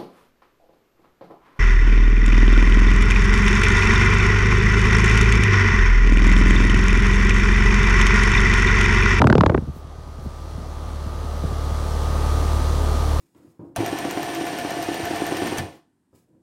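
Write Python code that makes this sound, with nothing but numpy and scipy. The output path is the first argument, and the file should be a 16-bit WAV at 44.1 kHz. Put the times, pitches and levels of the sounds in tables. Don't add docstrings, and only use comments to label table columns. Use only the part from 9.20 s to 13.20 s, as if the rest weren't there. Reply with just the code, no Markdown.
import sys
import numpy as np
from scipy import signal
from scipy.io import wavfile
from scipy.ndimage import uniform_filter1d, minimum_filter1d

SR = 44100
rng = np.random.default_rng(int(sys.argv[2]) if len(sys.argv) > 2 else 0)


def bounce(signal):
    frames = np.transpose(np.atleast_2d(signal))
    limited = np.clip(frames, -1, 1)
    pcm = np.round(limited * 32767).astype(np.int16)
    wavfile.write(sys.argv[1], SR, pcm)


N = 176400


# t/s, level/dB
NEARNESS = [(0, 4), (.6, 1.7), (1, 1), (1.35, 1.5), (1.9, 0.8), (2.4, .5), (3, -0.1), (3.5, -0.4), (4, 0.2)]
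# t/s, level/dB
TREBLE = [(0, 2), (.7, -3.5), (.95, -1.5), (1.12, 0.5), (1.5, -1.5), (2.2, -1), (3, .5), (4, .5)]
def heat_pump(t, blade_hz=36.806, wander_cycles=0.0054):
    blade_phase = 2 * np.pi * (blade_hz * t + wander_cycles * drift(1))
    machine = fan(blade_phase) + gain_curve(NEARNESS, t) * (air(blade_phase) + compressor(t))
    treble = butter(machine, 4500, "high", order=1)
    return machine + (gain_curve(TREBLE, t) - 1) * treble


# multiple of the blade rate, level/dB
FAN_TONES = [(1, -25.5), (2, -20.5), (3, -33), (4, -38.5), (5, -49)]
def fan(blade_phase, waver_db=0.3):
    return sum(np.sqrt(2) * from_db(db + waver_db * drift(4.4)) * np.cos(multiple * blade_phase)
               for multiple, db in FAN_TONES)


# f/Hz, level/dB
AIR_SPECTRUM = [(25, -75.4), (55, -55), (95, -55.5), (165, -59), (260, -59), (420, -58.5), (800, -62.5),
                (1300, -69), (1700, -76), (2600, -80.4), (3300, -78), (4200, -77.5), (5200, -82.5),
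                (6100, -82), (7300, -84.5), (8700, -85.5), (11000, -91.5), (12000, -92), (15500, -94.5)]
def air(blade_phase, flicker_db=0.74, chop_depth=0.14):
    edges_hz = 22 * 2 ** (np.arange(30) / 3)
    noise = rng.standard_normal((2, N))
    out = np.zeros(N)
    for k, (low, high) in enumerate(zip(edges_hz, edges_hz[1:])):
        db = level_at_hz(AIR_SPECTRUM, np.sqrt(low * high)) + flicker_db * drift(11)
        band = unit_rms(butter(noise[k % 2], [low, high], "band", order=3))
        out += np.sqrt(high - low) * from_db(db) * band
    return out * (1 - chop_depth * np.cos(2 * blade_phase))


# multiple of the shaft speed, level/dB
STANDOUT_TONES = [(11, -47), (15, -47), (16, -55.5), (17, -50), (18, -51.5), (19, -48), (20, -42),
                  (21, -42), (22, -48), (24, -55.5), (26, -53.3), (27, -61), (31, -58.0), (33, -62),
                  (34, -60), (56, -56.5), (72, -58), (76, -69), (79, -65), (82, -56.5), (83, -61.5),
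                  (87, -73), (95, -56), (100, -59.5), (103, -57.5), (106, -60.5), (134, -70), (138, -57.5),
                  (153, -63.5), (157, -74), (159, -71), (165, -76), (167, -73), (178, -66.8), (182, -74),
                  (183, -66), (192, -67.5), (196, -74)]
# f/Hz, level/dB
BUZZ_SPECTRUM = [(300, -60), (900, -55), (1600, -66.7), (2600, -70.5), (4400, -70.0), (6200, -71.5),
                 (7500, -80), (10000, -71), (12500, -81), (15000, -81)]
# t/s, level/dB
WHINE_SWELL = [(0, -6), (2.0, -2), (2.5, -1), (2.8, 1), (3.3, 2), (4, -1)]
def compressor(t, shaft_hz=59.045, whine_multiple=138, scatter_db=4, waver_depth=0.24):
    multiples = np.arange(4, 268)
    scatter = np.clip(rng.standard_normal(len(multiples)), -2, 1.6)
    levels_db = level_at_hz(BUZZ_SPECTRUM, multiples * shaft_hz) + scatter_db * scatter
    standout_db = dict(STANDOUT_TONES)
    out = np.zeros(N)
    for multiple, db in zip(multiples, levels_db):
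        tone = np.sqrt(2) * np.cos(2 * np.pi * (multiple * shaft_hz * t + rng.random()))
        if multiple == whine_multiple:
            tone *= gain_curve(WHINE_SWELL, t)
        out += from_db(standout_db.get(multiple, db)) * tone * (1 + waver_depth * drift(5))
    return out


# t/s, then level/dB of the low thump, middle knock, high clack and sharp tick
KNOCKS = [(0, 4.5, -2, -9, -27), (0.017, 2, 0, 3.5, -10.5), (0.0418, 7.5, 5, -5, -16.5),
          (0.0704, 4.5, 1, 1, -8.5), (.1, 8.5, 7.5, 1, -10.5), (.126, 3, 4.5, 1.5, -13),
          (0.1526, 3, 8, -4, -15), (.18, 10, 4.5, -0.5, -12.5), (0.2084, 7.5, 3.5, 1.5, -8.5),
          (0.2355, 1.5, 6, 0, -20), (0.2618, 4.5, 1, 0.5, -13), (.297, 4.5, 1, -5.5, -19.5),
          (.319, -1, -2, -22.5, -34), (0.3453, 0, 4.5, -2.5, -22), (.377, -1.5, -0.5, -13.5, -26.5)]
def rattle(size=6000, bounces=3, bounce_span_s=0.003, bounce_db=-6, tick_lead_s=0.006):
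    out = np.zeros(N)
    for start_s, *ring_levels_db, tick_db in KNOCKS:
        clicks = signal.unit_impulse(size)
        bounce_samples = (rng.random(bounces) * bounce_span_s * SR).astype(int) + 1
        clicks[bounce_samples] += from_db(bounce_db) * rng.normal(size=bounces)
        thump_knock_clack = housing(clicks).reshape(3, -1, size).sum(axis=1)
        for part, db in zip(thump_knock_clack, ring_levels_db):
            add(out, start_s, at_level(part, db))
        add(out, start_s - tick_lead_s, tick(tick_db, tick_lead_s, size))
    return out


def tick(db, lead_s, size, peak_s=0.0018, rise_s=0.00082, decay_s=0.00052, tail_db=-23, tail_s=0.0056):
    from_peak = np.arange(size) / SR - lead_s - peak_s
    after_peak = np.maximum(from_peak, 0)
    rise = np.exp(np.minimum(from_peak, 0) / rise_s)
    fall = np.exp(-after_peak / decay_s) + from_db(tail_db) * np.exp(-after_peak / tail_s)
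    burst = rise * fall * rng.standard_normal(size)
    grit = butter(butter(burst, 1680, "high"), 1860, "low")
    top_hz = 11600 * 2 ** ((db + 7.5) / 8.5)
    return at_level(butter(grit, top_hz, "low"), db)


# f/Hz, level/dB, time to fade 60 dB/s
HOUSING_TONES = [(66.2, -3, .07), (101.4, 0.5, 0.057), (135.6, 0.5, 0.054), (170.2, -1.5, 0.059),
                 (234.6, 0, 0.041), (308.4, 0.5, 0.031), (418, 0, .022), (570, 1, 0.019),
                 (740, -0.5, 0.012), (928, 0.5, 0.0096), (1207, 0.5, 0.0054), (1586, -2.5, 0.0029)]
def housing(contact, detune=0.082, scatter_db=2):
    force = butter(butter(contact, 2500, "low"), 50, "high")
    tones = []
    for k, (hz, db, fade_s) in enumerate(HOUSING_TONES):
        gain = (-1) ** k * from_db(db + scatter_db * rng.normal())
        pitch_hz = hz * np.exp(detune * rng.normal())
        tones.append(gain * ring(force, pitch_hz, fade_s))
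    return np.array(tones)


def scrape(t, slips_per_s=900, level_db=-0.5):
    slips = (rng.random(N) < slips_per_s / SR) * rng.standard_normal(N)
    rubbing = unit_rms(butter(housing(slips).sum(axis=0), 655, "low", order=1))
    pressure = hold_then_fade(t, hold_s=0.31, fade_s=0.052)
    return from_db(level_db) * pressure * rubbing


# t/s, level/dB
BUMPS = [(.42, -9), (.434, -15), (.472, -10.5), (.487, -9), (.56, -16.5), (.643, -22), (.78, -23.5),
         (.87, -27), (.98, -18.5), (1.057, -13), (1.343, -20.5), (1.378, -20.5), (1.412, -26.5),
         (1.858, -21.5), (2.039, -27.5), (2.238, -17.5), (2.31, -23), (2.51, -25.5)]
def handling(t, soft_hz=202, grip_db=-32.5, uneven_db=2.5):
    out = np.zeros(N)
    push = butter(signal.unit_impulse(6000), soft_hz, "low")
    for start_s, db in BUMPS:
        add(out, start_s, at_level(housing(push).sum(axis=0), db))
    grip = from_db(grip_db + uneven_db * drift(6)) * hold_then_fade(t, hold_s=1.36, fade_s=0.66)
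    rumble = housing(butter(rng.standard_normal(N), soft_hz, "low")).sum(axis=0)
    return out + grip * unit_rms(rumble)


# t/s of the middle, half-length/s, level/dB
BRUSHES = [(0.571, 0.038, -39), (1.045, .022, -45)]
def finger_brushes(t):
    strokes = sum(from_db(db) * np.exp(-((t - middle_s) / half_s) ** 2)
                  for middle_s, half_s, db in BRUSHES)
    return strokes * unit_rms(butter(rng.standard_normal(N), 7000, "high", order=1))


def from_db(db):
    return 10 ** (np.asarray(db) / 20)


def unit_rms(x):
    return x / np.sqrt(np.mean(x ** 2) + 1e-20)


def at_level(x, db, span_s=0.026):
    return from_db(db) * x / np.sqrt(np.sum(x ** 2) / (span_s * SR) + 1e-20)


def gain_curve(table, t):
    return from_db(np.interp(t, *np.transpose(table)))


def level_at_hz(table, hz):
    table_hz, table_db = np.transpose(table)
    return np.interp(np.log(hz), np.log(table_hz), table_db)


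def hold_then_fade(t, hold_s, fade_s):
    return np.exp(-np.maximum(t - hold_s, 0) / fade_s)


def butter(x, hz, kind, order=2):
    return signal.sosfilt(signal.butter(order, np.clip(hz, 10, .45 * SR), kind, fs=SR, output="sos"), x)


def drift(speed):
    memory = np.exp(-2 * np.pi * speed / 500)
    slow = signal.lfilter([1], [1, -2 * memory, memory ** 2], rng.standard_normal(3000))[1000:]
    return np.interp(np.linspace(0, len(slow) - 1, N), np.arange(len(slow)), unit_rms(slow))


def ring(force, hz, fade_s):
    decay = from_db(-60 / (fade_s * SR))
    angle = 2 * np.pi * hz / SR
    return signal.lfilter([0, np.sin(angle)], [1, -2 * decay * np.cos(angle), decay ** 2], force + 1e-18)


def add(out, start_s, x):
    i = max(int(start_s * SR), 0)
    out[i:i + len(x)] += x[:N - i]


def scene():
    t = np.arange(N) / SR
    return (heat_pump(t) + rattle() + scrape(t) + handling(t) + finger_brushes(t))[None]


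def record(dry, overload_db=21.5, ceiling_db=-0.58, recovery_db_per_s=7.5, hold_s=0.049, top_hz=15750):
    squashed = dry[0] / (1 + (dry[0] / from_db(overload_db)) ** 6) ** (1 / 6)
    excess_db = np.maximum(20 * np.log10(np.abs(squashed) + 1e-9) - ceiling_db, 0)
    recovery_db = recovery_db_per_s * np.arange(N) / SR
    cut_db = np.maximum.accumulate(excess_db + recovery_db) - recovery_db
    hold = int(hold_s * SR)
    gain_db = uniform_filter1d(minimum_filter1d(-cut_db, 2 * hold), hold)
    treble_cut = signal.ellip(12, .1, 80, top_hz, fs=SR, output="sos")
    return signal.sosfilt(treble_cut, squashed * from_db(gain_db))[None]


dry = scene()
out = record(dry)
bounce(out)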